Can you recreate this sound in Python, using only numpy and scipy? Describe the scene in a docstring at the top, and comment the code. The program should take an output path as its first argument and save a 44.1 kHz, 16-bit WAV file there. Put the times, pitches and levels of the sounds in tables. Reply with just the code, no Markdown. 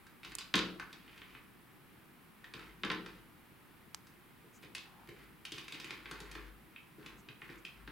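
"""Over the soft hush of a quiet room, a hook clicks and creaks by stick-slip friction in the head rail of
a blind: a cat is pawing, then chewing, the plastic wand. Each pull makes the window boom in its lowest
mode, and tugs bump the rail. The swinging wand knocks on the pane, launching bending waves and ringing
its modes. Two dry snaps sound close by, a few faint swishes pass, and the room reverberates briefly."""
import sys
import numpy as np
from scipy import signal
from scipy.fft import rfft, irfft, next_fast_len
from scipy.io import wavfile

SR = 44100
rng = np.random.default_rng(int(sys.argv[2]) if len(sys.argv) > 2 else 0)


def master(y):
    """Save y as 16-bit WAV."""
    cut = np.clip(np.atleast_2d(y).T, -1, 1)
    pcm = np.round(cut * 32767)  # scale
    wavfile.write(sys.argv[1], SR, pcm.astype(np.int16))


N = 348831
RING_SAMPLES = 32768
T = np.arange(RING_SAMPLES) / SR

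# spectral density of the room's hush: frequency_hz, level_db
AIR_SPECTRUM = [(20, -14), (45, -8), (90, -4), (135, -1.5), (200, 0), (270, -4), (330, -3), (460, -11.5),
                (600, -16.5), (800, -12), (1200, -11), (2400, -14.5), (6500, -32), (11000, -24),
                (16000, -25)]
# slips of the hook in the head rail: start_s, level_db, pitch_hz, treble_db, q
HOOK_CLICKS = [(0.067, -54, 1480, -5, 1.7), (0.232, -46, 2420, -19, 2), (0.248, -42.5, 2450, -13, 0.46),
               (0.319, -46, 2000, -9, 1.2), (0.385, -37.5, 4100, -1.5, 0.34), (0.409, -43, 3860, -19, 0.18),
               (0.7975, -36, 1650, -15, 2), (0.9285, -47, 3310, -5, .8), (1.079, -52.5, 2322, -35, 1.16),
               (1.1782, -51.5, 2520, -11, 1.1), (1.2176, -46, 2500, -39, 0.86),
               (1.3498, -47, 2400, -48, 0.52), (2.4424, -46.5, 1880, -16, 1.28),
               (2.5377, -43.5, 2400, -9.5, 0.85), (2.5934, -48, 1320, -11, 0.65),
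               (3.0613, -42.5, 1580, -16, 0.5), (4.0698, -62, 1460, 5, 1.6), (4.7497, -38.5, 2520, 0, 2.2),
               (4.781, -44.5, 3640, -12, 0.9), (5.4517, -40.5, 2800, -3.5, 2.1),
               (5.5201, -40, 3400, -4.5, 1.3), (5.5816, -42, 2730, -6, 1.1),
               (5.681, -43.5, 2352, -7.5, 1.2), (5.7227, -42, 3630, -5, 2), (5.7446, -40, 2500, -12, 2.8),
               (5.7999, -43, 3700, -6.5, 0.94), (5.844, -40.5, 2441, -7, 1.6),
               (5.907, -37, 2480, -15.5, .5), (6.0571, -43.5, 2450, -29, 0.83),
               (6.112, -41, 1490, -3, 0.68), (6.2025, -46, 1190, 0.5, 0.57), (6.314, -46.5, 2460, -1, 1),
               (6.352, -40.5, 1730, -15, 0.89), (6.7612, -45.5, 2630, -44, 3),
               (7.0616, -43.5, 2730, -11.5, 0.62), (7.2869, -45, 2530, -25, 0.86),
               (7.418, -43.5, 2210, -46, 1), (7.4913, -47, 1870, -48, 1.4), (7.65, -39.5, 2697, -12, 3.7),
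               (7.876, -44.5, 1660, -20, 0.87)]
# spectrum of the rail's body: frequency_hz, gain_db
RAIL_SPECTRUM = [(100, -27), (350, -28), (620, -1.5), (1100, 7.5), (1800, 3.5), (2500, 2), (3700, 1),
                 (4800, 0.5), (6000, -3.5), (12000, 0)]
# hollow resonances of the rail: pitch_hz, bandwidth_hz, level_db
RAIL_RESONANCES = [(2540, 260, -4), (3360, 550, -11)]
# spectrum of the hook's sharp contact: frequency_hz, gain_db
TICK_SPECTRUM = [(2000, -14.5), (4500, -3), (6000, -9), (9500, -9.5), (12000, -18.5), (16000, -33)]
# a harder knock rattles the hook higher: knock_level_db, pitch_hz
RATTLE_PITCHES = [(-31, 1300), (-20.5, 3850)]
# reverberation time of the room: frequency_hz, t60_s
ROOM_DECAY = [(100, 1), (400, 0.79), (1500, 0.43), (3500, 0.37), (7000, 0.39), (14000, 0.066)]
# how much of each frequency the room returns: frequency_hz, gain_db
ROOM_SPECTRUM = [(100, -2), (220, -1), (400, 3.5), (1500, 1), (3500, 1.5), (6000, 0), (9000, -4),
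                 (15000, 7)]
# the cat's pulls on the wand: start_s, end_s, creak_level_db, creak_pitch_hz, boom_level_db
WAND_PULLS = [(0.235, 0.323, -62, 3000, -63), (0.898, 1.383, -68.5, 2180, -74),
              (2.548, 2.712, -64, 2050, -62.5), (3.018, 3.196, -69.5, 2550, -70),
              (4.625, 4.651, -58, 2410, -78), (4.854, 5.043, -70, 780, -74), (5.074, 5.1, -57.5, 2250, -75),
              (5.152, 5.246, -66, 2070, -67), (5.508, 5.656, -60.5, 2940, -71),
              (5.717, 5.985, -60, 2280, -71), (5.999, 6.482, -62.5, 1818, -53),
              (6.991, 7.144, -65.5, 1630, -64), (7.415, 7.563, -63.5, 1890, -64),
              (7.739, 7.872, -71, 1380, -55.5)]
# sharp tugs on the rail: start_s, level_db, pitch_hz
RAIL_TUGS = [(2.546, -50, 305), (4.443, -57.5, 318), (4.636, -52.5, 325), (5.082, -48.5, 390),
             (5.52, -52, 362), (6.11, -47.5, 296), (6.205, -50, 410), (6.355, -50, 395), (6.982, -50, 322),
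             (7.282, -50.5, 252), (7.495, -49, 338), (7.875, -48.5, 306)]
# dry snaps close by: start_s, level_db, resonance_hz, q
NEAR_SNAPS = [(0.352, -36.5, 9200, 2.6), (3.9457, -38.5, 6330, 0.83)]
# spectrum of a snap: frequency_hz, gain_db
SNAP_SPECTRUM = [(200, -30), (700, 14.5), (1100, 14.5), (2200, 3.5), (4000, 0.5), (7000, 0.5), (10000, -7),
                 (16000, -15)]
# the wand's tip strikes the pane: start_s, level_db, contact_cutoff_hz, pane_response_db
WAND_KNOCKS = [(0.5398, -21.5, 4700, 11), (0.5790, -34, 5600, -20), (0.59, -28.5, 5200, -23),
               (2.5374, -46, 5000, 13.5), (2.8339, -29.5, 3640, 11), (2.9007, -29, 3940, 9)]
# spectrum of a knock: frequency_hz, gain_db
KNOCK_SPECTRUM = [(40, -26), (125, -15.5), (210, -1), (400, -8.5), (620, -16.5), (800, -11.5), (1100, -1.5),
                  (2000, -1), (3600, 0), (5000, -6), (6500, -8.5), (16000, -4)]
# normal modes of the pane: pitch_hz, level_db, t60_s
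PANE_MODES = [(123.3, -17, 1), (180.7, -1.5, 0.66), (198.4, -3, 0.18), (218.3, 2, 0.31),
              (242.5, -15.5, 0.55), (313.7, 0, 0.56), (342.7, -11, 0.86), (353, -21, 0.58),
              (391.5, -8, 0.51), (448, -8, 0.62), (513.5, -6.5, 0.5), (1053, -4, 0.28), (1018, -3.5, 0.3),
              (1336, -11, 0.62), (1470, 0, 0.31), (1570, -9, 0.3), (1720, 0, 0.18), (2061, -12, 0.33),
              (3130, -25, 0.17), (3140, -11, 0.14), (3500, -17, 0.13), (3650, 4, 0.21)]
# faint high swishes: start_s, length_s, level_db
HIGH_SWISHES = [(4.52, 0.083, -66), (7.157, 0.074, -70), (7.57, 0.039, -70.5)]


def undb(db):
    """Decibels to amplitude ratio."""
    return 10 ** (np.asarray(db) / 20)


def lookup(points, hz):
    """Interpolation on a logarithmic frequency axis."""
    at, value = np.transpose(points)
    return np.interp(np.log(hz + 1e-3), np.log(at), value)


def freqs(size):
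    """Fourier bin frequencies for so many samples."""
    return np.arange(size // 2 + 1) * SR / size


def resonance(f, hz, q):
    """Magnitude response of a damped oscillator."""
    return 1 / np.sqrt(1 + (q * ((f + 1) / hz - hz / (f + 1))) ** 2)


def minimum_phase(gain):
    """Causality: folding the cepstrum gives the most prompt impulse response with this gain."""
    cepstrum = irfft(np.log(gain + 1e-6))
    half = len(cepstrum) // 2
    cepstrum[1:half] *= 2
    cepstrum[half + 1:] = 0
    return irfft(np.exp(rfft(cepstrum)))


def coloured(x, gain):
    """Linear filtering by a function of frequency, scaled to rms 1."""
    size = next_fast_len(x.shape[-1], True) * 2
    y = irfft(rfft(x, size) * gain(freqs(size)))[..., :x.shape[-1]]
    return y / y.std()


def fixed_energy(x, seconds=0.0031):
    """Gives a transient the energy of a few milliseconds at rms 1."""
    return x * np.sqrt(seconds * SR / np.sum(x ** 2))


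def burst(gain, decay_s, size=4096):
    """Modal overlap: an impulse scatters through a small part and decays as coloured noise."""
    spectrum = rfft(rng.standard_normal(size) * np.exp(-T[:size] / decay_s))
    scatter = irfft(spectrum / np.abs(spectrum) ** .5)  # overlapping modes fill the deepest notches
    return fixed_energy(signal.fftconvolve(scatter[:size * 3 // 4], minimum_phase(gain))[:size])


def scattered(x, decay_s=0.0016):
    """Scattering: nearby surfaces smear a sound over a few milliseconds at the same power."""
    spectrum = rfft(rng.standard_normal(1024) * np.exp(-T[:1024] / decay_s))
    for _ in range(4):  # flat in spectrum, yet causal
        spectrum = rfft(irfft(spectrum / np.abs(spectrum)) * (T[:1024] < T[512]))
    return signal.fftconvolve(x, irfft(spectrum))[:len(x)]


def add(track, start_s, x):
    """Superposition of x on the track."""
    i = max(int(start_s * SR), 0)
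    track[i:i + len(x)] += x[:max(len(track) - i, 0)]


def stereo(mid, side, width):
    """Left and right as sum and difference."""
    return mid + width * side * np.array([[1], [-1]])


def pan(left_db):
    """Channel gains for a level difference of left over right."""
    return undb(np.array([[left_db], [-left_db]]) / 2)


def room_air(level_db=-61.3, width=0.59):
    """Stationary noise, partly coherent between left and right, makes a steady hush."""
    mid, side = coloured(rng.standard_normal((2, N)), lambda f: undb(lookup(AIR_SPECTRUM, f)))
    return undb(level_db) * stereo(mid, side, width)


def hook_slips(settle_s=0.027, rattle_lag_s=0.0145, dulling=1.04, max_strays_per_s=8, loose_q=0.75):
    """Stick-slip: the hook clicks, settles, rattles and slips under load; rows as in HOOK_CLICKS."""
    slips = list(HOOK_CLICKS)
    for s, db, hz, treble_db, q in HOOK_CLICKS:  # settling is a second, weaker and duller slip
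        slips.append((s + rng.uniform(.2, 1) * settle_s, db - 15, hz, treble_db - 7, q))
    hardest_db = max(db for _, db, _, _ in WAND_KNOCKS)
    for s, db, _, pane_db in WAND_KNOCKS:  # a knock runs up the wand and rattles the hook
        if pane_db > 0:  # light rebounds leave it still
            hz = np.interp(db, *np.transpose(RATTLE_PITCHES))
            treble_db = -3.5 - dulling * (hardest_db - db)
            slips.append((s + rattle_lag_s, db - 6.5, hz, treble_db, loose_q))
    for start, end, creak_db, hz, _ in WAND_PULLS:  # dull stray clicks stand out of the creak
        for place in rng.random(int((end - start) * max_strays_per_s)):
            slips.append((start + place * (end - start), creak_db + 11.5, hz, -26, loose_q))
    return slips


def hook_clicks(clack_s=0.004, tick_s=0.0056, edge_hz=7800, treble_db_per_octave=30):
    """Impulse excitation: each slip gives a clack of the rail, a hollow pop and a sharp tick."""
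    out, f = np.zeros(N), freqs(2048)
    peaks = sum(undb(db) * resonance(f, hz, hz / width) ** 2 for hz, width, db in RAIL_RESONANCES)
    rail = undb(lookup(RAIL_SPECTRUM, f)) * (1 + peaks)
    for s, db, hz, treble_db, q in hook_slips():
        cutoff_hz = edge_hz * 2 ** (treble_db / treble_db_per_octave)  # a dull contact darkens the clack
        contact = 1 / np.sqrt(2 + (f / cutoff_hz) ** 8)
        radiation = f / np.hypot(f, 0.37 * hz)  # a small part radiates little below its own pitch
        clack = burst(rail * contact * radiation * resonance(f, hz, q), clack_s)
        pop = burst(contact * resonance(f, hz, q=4) ** 2, clack_s)
        tick = burst(undb(lookup(TICK_SPECTRUM, f)), tick_s)
        add(out, s, undb(db) * (undb(-2) * clack + undb(-7) * pop + undb(treble_db - 3) * tick))
    return out


def room_response(width=0.6, build_s=0.0012, wall_s=0.0296):
    """Reverberation: a diffuse field dulls as it decays, with a cluster of echoes from the far wall."""
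    f, tail = freqs(RING_SAMPLES), 0
    mid, side = rfft(rng.standard_normal((2, RING_SAMPLES)))
    spectrum = stereo(mid, side, width * np.sqrt((f + 300) / (f + 1000)))  # long waves arrive more alike
    octaves_hz = 125 * 2. ** np.arange(8)
    for hz, share in zip(octaves_hz, np.eye(len(octaves_hz))):
        band = irfft(spectrum * lookup(np.c_[octaves_hz, share], f))
        tail = tail + band * np.exp(-np.log(1000) * T / lookup(ROOM_DECAY, hz))
    wall_echoes = 1 + np.exp(-((T - wall_s) / 0.0024) ** 2) / 2
    tail = tail * (1 - np.exp(-T / build_s)) * wall_echoes
    tail = tail / np.linalg.norm(tail.mean(axis=0)) * pan(left_db=0.1)
    colour = minimum_phase(undb(lookup(ROOM_SPECTRUM, freqs(512))))
    return signal.fftconvolve(tail, colour[None], axes=1)


def hook_creak(slips_per_s=450, spread_db=3, q=1.7):
    """Frictional creep: under load the hook advances in tiny uneven slips that excite the rail."""
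    out = np.zeros(N)
    for start, end, db, hz, _ in WAND_PULLS:
        size = max(int((end - start) * SR), 512)
        slips = (rng.random(size) < slips_per_s / SR) * rng.choice([-1, 1], size)
        slips = slips * undb(spread_db * rng.standard_normal(size))
        slips[0] += 1
        creak = coloured(slips, lambda f: undb(lookup(RAIL_SPECTRUM, f)) * resonance(f, hz, q))
        add(out, start, undb(db) * creak)
    return scattered(out)


def window_boom(pitch_hz=50.3, wander_hz=1.7, release_s=0.08, knock_db=-51, knock_decay_s=0.22):
    """Resonance: the window's lowest mode, unsteady in pitch, swells with pulls and rings on knocks."""
    t, envelope = np.arange(N) / SR, np.zeros(N)
    for start, end, _, _, db in WAND_PULLS:
        growth = np.clip((t - start) / (end - start), 0, 1) ** 0.77
        envelope += undb(db) * growth * np.exp(-np.maximum(t - end, 0) / release_s)
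    ring = np.exp(-t / knock_decay_s) * (1 - np.exp(-t * pitch_hz))
    for s, db, _, pane_db in WAND_KNOCKS:
        add(envelope, s, undb(db + pane_db + knock_db) * ring)
    drift = coloured(rng.standard_normal(N), lambda f: np.exp(-(f / 6) ** 2))
    tone = np.sqrt(2) * np.sin(2 * np.pi * np.cumsum(pitch_hz + wander_hz * drift) / SR)
    return tone * envelope * undb(-1) * pan(left_db=6)


def rail_bumps(decay_s=0.012, cutoff_hz=540, thud_hz=140, loaded_db=-12.5, loaded_hz=326):
    """A soft force lacks treble, so tugs shake only the low resonances of rail, frame and pane."""
    out, f = np.zeros(N), freqs(4096)
    # a click during a pull bumps the rail too
    loaded_clicks = [(s, db + loaded_db, loaded_hz) for s, db, *_ in HOOK_CLICKS
                     if any(start <= s <= end for start, end, *_ in WAND_PULLS)]
    for s, db, hz in RAIL_TUGS + loaded_clicks:
        push = lambda f: resonance(f, hz, q=3) / np.sqrt(1 + (f / cutoff_hz) ** 10)
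        add(out, s, undb(db) * burst(push(f), decay_s))
        add(out, s, undb(db - 3) * burst(resonance(f, thud_hz, q=1.86) ** 2, decay_s))
        add(out, s, undb(db - 14) * pane_ring(push, swell_s=0.01))
    return out


def pane_ring(force, swell_s):
    """Modal superposition: the pane's modes, weighted by the force spectrum, build up and decay."""
    ring = np.zeros(RING_SAMPLES)
    for k, (hz, db, t60) in enumerate(PANE_MODES):
        if force(hz) > .005:
            mode = np.sin(2 * np.pi * hz * T) * np.exp(-np.log(1000) * T / t60)
            ring += (-1) ** k * force(hz) * undb(db) * mode
    return ring * (1 - np.exp(-T / swell_s))


def snaps(decay_s=0.002, width=0.56):
    """Near field: brief bright snaps, so close that left and right receive different waveforms."""
    mid, side, f = np.zeros(N), np.zeros(N), freqs(1024)
    for s, db, hz, q in NEAR_SNAPS:
        gain = undb(lookup(SNAP_SPECTRUM, f)) * resonance(f, hz, q)
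        for track in (mid, side):
            add(track, s, undb(db) * burst(gain, decay_s))
    return stereo(mid, side, width)


def wand_knocks(dispersion=0.2, bass_hz=700, echo_db=-3, scatter_db=-7, ring_db=-24.5):
    """Dispersion: bending waves carry a knock treble first and scatter off the edges; the pane rings."""
    strikes, rings, f = np.zeros(N), np.zeros(N), freqs(4096)
    travel = np.exp(-4j * np.pi * dispersion * np.sqrt(f))  # group delay is dispersion / sqrt(f)
    lead_s = dispersion / np.sqrt(8000)
    for s, db, contact_hz, pane_db in WAND_KNOCKS:
        contact = lambda hz: 1 / np.sqrt(1 + (hz / contact_hz) ** 8)
        bass_db = pane_db / (1 + (f / bass_hz) ** 2)  # a light rebound hardly moves the whole pane
        gain = undb(lookup(KNOCK_SPECTRUM, f) + bass_db) * contact(f)
        edge_echo = scattered(irfft(gain * travel ** 2), decay_s=0.0009)
        wave = irfft(gain * travel) + undb(echo_db) * edge_echo
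        add(strikes, s - lead_s, undb(db) * fixed_energy(wave))
        add(strikes, s + lead_s, undb(db + scatter_db) * burst(gain, decay_s=0.0047))
        add(rings, s, undb(db + pane_db + ring_db) * pane_ring(contact, swell_s=0.024))
    return strikes, rings


def swishes(centre_hz=6700, q=2.8):
    """Amplitude modulation: a narrow band of hiss swells briefly and fades."""
    out = np.zeros(N)
    for s, length_s, db in HIGH_SWISHES:
        size = int(length_s * SR)
        hiss = coloured(rng.standard_normal(size), lambda f: resonance(f, centre_hz, q) ** 2)
        add(out, s, undb(db) * np.hanning(size) * hiss)
    return out


def scene(knock_wet_db=-6, rail_wet_db=-4, snap_wet_db=-22):
    """Direct and reverberant fields add: knocks and rail fill the room, the snaps stay nearly dry."""
    strikes, rings = wand_knocks()
    rail = hook_clicks() + hook_creak() + rail_bumps()
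    near = snaps()
    send = undb(knock_wet_db) * strikes + undb(rail_wet_db) * rail + undb(snap_wet_db) * near.mean(axis=0)
    reverb = signal.fftconvolve(send[None], room_response(), axes=1)[:, :N]
    window = strikes + rings + rail
    direct = stereo(window, scattered(window), width=0.16) * pan(left_db=1)
    return direct + near + swishes() + reverb + window_boom() + room_air()


def record(dry):
    """Band limiting: an elliptic low-pass cuts steeply above 15.9 kHz."""
    return signal.sosfilt(signal.ellip(10, .1, 70, 15900, fs=SR, output="sos"), dry)


dry = scene()
out = record(dry)
master(out)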